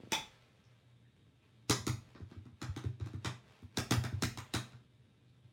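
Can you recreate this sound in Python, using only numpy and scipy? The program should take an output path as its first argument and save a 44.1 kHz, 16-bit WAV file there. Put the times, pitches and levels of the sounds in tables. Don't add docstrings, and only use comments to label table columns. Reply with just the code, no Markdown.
import sys
import numpy as np
from scipy import signal
from scipy.io import wavfile
from scipy.ndimage import uniform_filter1d

SR = 44100
rng = np.random.default_rng(int(sys.argv[2]) if len(sys.argv) > 2 else 0)


def undo_db(level):
    steps = np.asarray(level, float) / 20
    return 10 ** steps


def persist_wave(psi):
    counts = np.round(np.clip(psi, -1, 1) * 32767).astype(np.int16)
    wavfile.write(sys.argv[1], SR, np.atleast_2d(counts).T)


N = 243640

# time in s, click in dB, brightness in dB, knock into the table top in dB.
TAPS = [(1.697, -16.5, -0.5, -31), (1.867, -25.5, 2, -37), (2.149, -46.5, -45, -54),
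        (2.199, -55, -11, -49.5), (2.313, -50, -27, -51.5), (2.359, -76, -2, -53.5),
        (2.454, -56, -5, -53.5), (2.616, -33.5, -5.5, -45.5), (2.763, -36.5, -4.5, -44),
        (2.839, -46.5, -3, -43), (2.999, -46, -15, -49.5), (3.06, -44.5, -6, -50.5), (3.133, -50, -1, -47),
        (3.247, -26.5, -10, -42), (3.621, -58, 8, -54), (3.772, -23, 0, -36.5), (3.909, -19.5, -1.5, -31.5),
        (4.038, -31, -0.5, -43), (4.121, -52.5, -5, -49), (4.223, -22, 0.5, -36), (4.374, -33, -0.5, -49.5),
        (4.538, -23.5, -1.5, -38), (4.721, -50.5, -13, -62.5)]
# time in s, level in dB, upper mode against lower in dB, push in s.
THUMPS = [(0.029, -51.5, 10.5, 0.012), (0.12, -47, -27, 0.022), (1.689, -28.5, 11, 0.013),
          (1.79, -27.5, -1, 0.013), (1.88, -44, 24.5, 0.012), (1.911, -25.5, -23, 0.0072),
          (2.21, -20.5, -2.5, 0.015), (2.361, -20, -6, 0.015), (2.449, -43.5, -4, 0.0091),
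          (2.518, -34.5, 5, 0.0159), (2.627, -37, -1.5, 0.0081), (2.682, -11.5, 0, 0.01636),
          (2.76, -54, 11, 0.0051), (2.848, -15, -3.5, 0.013), (3.006, -16, -2, 0.014),
          (3.071, -51, 2, 0.0036), (3.135, -20.5, -11.5, 0.011), (3.254, -27, 2, 0.012),
          (3.628, -26.5, 0.5, 0.015), (3.775, -28, -9.5, 0.0065), (3.911, -44, 13, 0.004),
          (3.965, -14.5, 4, 0.014), (4.04, -25, -2.5, 0.012), (4.125, -14, -10, 0.012),
          (4.227, -23, -6, 0.0094), (4.375, -32, -11.5, 0.0077), (4.545, -25.5, 5, 0.013),
          (4.731, -51, 9, 0.011), (4.984, -66, 17, 0.011), (5.441, -46, -6.5, 0.0083)]
# time in s, level in dB, knock through the hand in dB.
CLINKS = [
    (0, -75, -45.5),
    (0.033, -90, -42.5),
    (0.071, -68, -45.5),
    (.12, -20.5, -28),
]
# start in s, hold in s, level in dB.
SLIDES = [(0, 0.0092, -70.5), (0.136, 0.023, -58), (0.32, 0.14, -80), (0.563, 0.23, -88),
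          (1.43, 0.022, -90), (2.013, 0.13, -80), (2.3, 0.023, -79), (2.603, 0.25, -77.5),
          (3.05, 0.021, -74), (3.224, .12, -80), (3.461, 0.13, -77), (3.759, 0.92, -74.5)]
# time in s, level in dB, pitch in Hz.
TICKS = [
    (0.641, -60, 5540),
    (0.828, -76.5, 1550),
    (1.052, -68, 1790),
    (1.421, -63.5, 2580),
    (5.282, -65.5, 4100),
]
# frequency in Hz, level in dB per Hz.
PEEL_SPECTRUM = [(240, -43), (400, -1.5), (626, -4), (708, -8), (801, -7), (2800, -8.5), (3810, -13),
                 (16000, -37)]
# frequency in Hz, level in dB per Hz.
CRACK_SPECTRUM = [(300, -45), (550, -9), (1000, -14), (1800, 4), (3000, -7), (4800, -5.5), (9500, -12),
                  (10500, -17.5), (16200, -20)]
# frequency in Hz, level in dB per Hz.
CLINK_SPECTRUM = [(410, -45), (700, -17), (853, 5), (1260, -14), (3480, -10), (4020, -12), (5890, -11),
                  (6630, -21.5), (16200, -26.5)]
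# frequency in Hz, level in dB per Hz.
AIR_SPECTRUM = [(15, -44.5), (25, -16.5), (55, -24), (90, 2.5), (125, -2), (220, -5.5), (420, -14.5),
                (800, -29.5), (1500, -44.5), (3800, -21.5), (4300, -45.5), (9000, -39), (15500, -56)]
# frequency in Hz, width in Hz, level in dB.
CASE_MODES = [(856, 180, -16), (1055, 500, -5.5), (1398, 304, 11), (1600, 66, 4.5), (1990, 170, -6.5),
              (2700, 500, -9.5), (3993, 320, 5), (5320, 590, -3), (6740, 550, -0.5)]
# frequency in Hz, width in Hz, level in dB.
BLOCK_MODES = [(918, 73, -3.5), (2570, 200, -0.5), (3475, 47, -3.5), (3740, 74, -7), (5500, 460, -29),
               (7280, 120, -14.5), (8630, 300, -10)]
# frequency in Hz, width in Hz, level in dB.
TOP_MODES = [(178.8, 23, -4.5), (243.6, 22.6, 7), (311.5, 26.8, 10), (347, 41, 3), (383, 13.9, 0.5),
             (412, 14, -2.5), (473.6, 56, -11)]
# delay in s, level in dB.
ECHOES = [(0, 2), (.0045, -14), (.0114, -1), (.0158, -12), (.0228, -12.5), (0.029, -7.5)]
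# frequency in Hz, time to fall 60 dB in s.
ROOM_DECAY = [(100, 0.69), (300, 0.26), (1000, 0.3), (4000, .3), (12000, 0.27)]
# frequency in Hz, gain in dB.
EDGE_ON = [(300, -3), (1200, -5.5), (2800, -4), (4000, 0.5), (16000, -1)]

LEAD_S = 0.02
GRIT_SAMPLES = 1536


def evened(x):
    return x / np.sqrt(np.mean(x ** 2) + 1e-20)


def read(points, hz):
    f, value = np.transpose(points)
    return np.interp(np.log(hz + 1), np.log(f + 1), value)


def colour(x, points):
    hz = np.abs(np.fft.fftfreq(4096, 1 / SR))
    log_gain = np.log(undo_db(np.maximum(read(points, hz), -90)))
    kernel = np.fft.ifft(np.exp(np.conj(signal.hilbert(log_gain)))).real[:2048]
    return signal.oaconvolve(x, kernel / np.linalg.norm(kernel))[:len(x)]


def ring(x, modes):
    t = np.arange(SR // 2) / SR
    kernel = sum(undo_db(db) * np.exp(-np.pi * width * t) * np.sin(2 * np.pi * hz * t)
                 for hz, width, db in modes)
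    return signal.oaconvolve(x, kernel / abs(kernel).max())[:len(x)]


def add(mix, s, sound):
    part = mix[max(round(s * SR), 0):][:len(sound)]
    part += sound[:len(part)]


def push(s):
    shape = np.hanning(max(round(s * SR), 3) + 2)
    return -shape / shape.sum()


def stand(x, edge_hz):
    return signal.sosfilt(signal.butter(4, edge_hz, "high", fs=SR, output="sos"), x)


def late_field(tail_db):
    reflections = np.zeros(SR // 2)
    at = np.arange(300, SR // 2 - 20, 12)
    reflections[at + rng.integers(0, 12, len(at))] = rng.choice([-1., 1.], len(at))
    hz, t, z = signal.stft(reflections, SR, nperseg=256)
    rise = 1 - np.exp(-(t / 0.0058) ** 2)
    decay = undo_db(-60 * t / read(ROOM_DECAY, hz)[:, None])
    tail = signal.istft(z * rise * decay, SR, nperseg=256)[1]
    return undo_db(tail_db) * tail / np.linalg.norm(tail)


def room(x, tail_db):
    response = late_field(tail_db)
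    for s, db in ECHOES:
        response[round(s * SR)] += undo_db(db)
    return signal.oaconvolve(x, response)[:N]


def air():
    frames, hz = N // 512 + 5, np.fft.rfftfreq(2048, 1 / SR)
    real, imag, patches = rng.standard_normal((frames, 1025, 3)).T
    patches = evened(uniform_filter1d(uniform_filter1d(patches, 30, 0), 12, 1))
    gain = undo_db(read(AIR_SPECTRUM, hz)[:, None] + 1.5 * patches)
    tone = signal.istft((real + 1j * imag) * gain, nperseg=2048, noverlap=1536)[1][:N]
    drone = ring(rng.standard_normal(N), [(120, 2.7, 0)])
    return undo_db(-68.5) * evened(tone) + undo_db(-69) * evened(drone)


def ticks():
    out, t = np.zeros(N), np.arange(600) / SR
    onset = np.hanning(40)[np.minimum(np.arange(len(t)), 19)]
    for s, db, hz in TICKS:
        add(out, s, undo_db(db) * onset * np.exp(-0.3 * hz * t) * np.sin(2 * np.pi * hz * t))
    return room(out, 6.9)


def peel():
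    rise_s, fall_db_per_s = 0.04, 133
    t = np.arange(N) / SR
    level = np.full(N, undo_db(-84.5))
    for s, hold, db in SLIDES:
        swell = np.clip(1 + (t - s) / rise_s, 0, 1)
        level += swell * undo_db(db - fall_db_per_s * np.maximum(t - s - hold, 0))
    sizes = undo_db(3.57 * np.minimum(rng.exponential(1, N), 5))
    snaps = rng.standard_normal(N) * sizes * (rng.random(N) < 4000 / SR)
    return room(level * evened(colour(snaps, PEEL_SPECTRUM)), 0)


def strike(db, contact_s, body, tail, grit, facing=((100, 0), (16000, 0))):
    t = np.arange(grit.shape[1]) / SR - LEAD_S
    landing = np.exp(-np.abs(t) / np.where(t < 0, 0.0005, max(contact_s, 1e-4)))
    landing += undo_db(-27.5) * np.exp(t / 0.0062) * (t < 0)
    uneven = 0.69 * grit[0] * landing / np.linalg.norm(grit[0] * landing)
    uneven[round(LEAD_S * SR)] += 1
    sound = signal.oaconvolve(tail, uneven)[:len(tail)]
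    for (s, echo_db), g in zip(ECHOES, grit):
        burst = g * landing / np.linalg.norm(g * landing)
        if s == 0:
            burst = colour(burst, facing)
        add(sound, s, undo_db(echo_db) * burst)
    sound = body(sound)
    loudest = sound[round(LEAD_S * SR):round((LEAD_S + 0.05) * SR)]
    return undo_db(db - 14.5) * sound / np.std(loudest)


def clinks():
    out, knock, tail = np.zeros(N), np.zeros(N), late_field(1.5)
    grits = rng.standard_normal((len(CLINKS), len(ECHOES), GRIT_SAMPLES))

    def body(x):
        return evened(colour(x, CLINK_SPECTRUM)) + 0.97 * evened(ring(x, BLOCK_MODES))

    for (s, db, knock_db), grit in zip(CLINKS, grits):
        add(out, s + 0.00093 - LEAD_S, strike(db + 2, 0.0043, body, tail, grit))
        add(knock, s + 0.0018, undo_db(knock_db) * push(0.00049))
    knock = stand(ring(knock, [(217, 130, 3.0), (323, 140, 3.5), (452, 82, -6.0)]), 129)
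    return out + knock + undo_db(-9.0) * room(knock, 2.5)


def thumps():
    low, high = np.zeros(N), np.zeros(N)
    for s, db, upper_db, push_s in THUMPS:
        add(low, s, undo_db(db - 5) * push(push_s))
        add(high, s, undo_db(db + upper_db + 6.5) * push(push_s))
    table = ring(low, [(100, 8.5, 0)]) + ring(high, [(123.5, 7.26, 0)])
    return stand(stand(table, 97), 55)


def tap_click(s_db, bright_db, grip, tail, grit):
    hollow_db = min(0.26 * (-16 - s_db), 9.5)
    case = [(hz * (1 + 0.02 * shift), width + 110, db + 2.16 * change)
            for (hz, width, db), (shift, change) in zip(CASE_MODES, grip)]
    tilt = [(500, hollow_db), (1500, hollow_db), (3000, 0), (5000, 0), (15000, bright_db)]

    def body(x):
        return colour(evened(colour(x, CRACK_SPECTRUM)) + 0.99 * evened(ring(x, case)), tilt)

    return strike(s_db, 0.0024, body, tail, grit, EDGE_ON)


def tap_knock(knock_db, spots):
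    modes = [(hz, width, db + 4.8 * spot) for (hz, width, db), spot in zip(TOP_MODES, spots)]
    push_s = 0.0014 + 0.00006 * (-28.5 - knock_db)
    return undo_db(knock_db + 10.5) * ring(np.pad(push(push_s), (0, SR // 3)), modes)


def taps():
    click, knock = np.zeros(N), np.zeros(N)
    tails = [late_field(2.2) for _ in range(4)]
    grits = rng.standard_normal((len(TAPS), len(ECHOES), GRIT_SAMPLES))
    spots = rng.standard_normal((len(TAPS), len(TOP_MODES)))
    grips = rng.standard_normal((len(TAPS), len(CASE_MODES), 2))
    for k, (s, db, bright_db, knock_db) in enumerate(TAPS):
        hit = tap_click(db, bright_db, grips[k], tails[k % len(tails)], grits[k])
        add(click, s + 0.0006 - LEAD_S, hit)
        add(knock, s + 0.00289, tap_knock(knock_db, spots[k]))
    knock = signal.sosfilt(signal.butter(4, 520, fs=SR, output="sos"), stand(knock, 130))
    return click + knock + undo_db(-5.0) * room(knock, 0)


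def scene():
    return (air() + ticks() + peel() + clinks() + thumps() + taps())[None]


def roll_off(x):
    return signal.sosfilt(signal.butter(12, 16830, fs=SR, output="sos"), x)


def record(dry):
    bass_cut = signal.butter(2, 50, "high", fs=SR, output="sos")
    band_limit = signal.firwin(511, 16250, window=("kaiser", 9), fs=SR)
    heard = signal.oaconvolve(signal.sosfilt(bass_cut, dry), band_limit[None], "same")
    heard = 0.2 * np.tanh(heard / 0.2)
    return roll_off(heard)


dry = scene()
out = record(dry)
persist_wave(out)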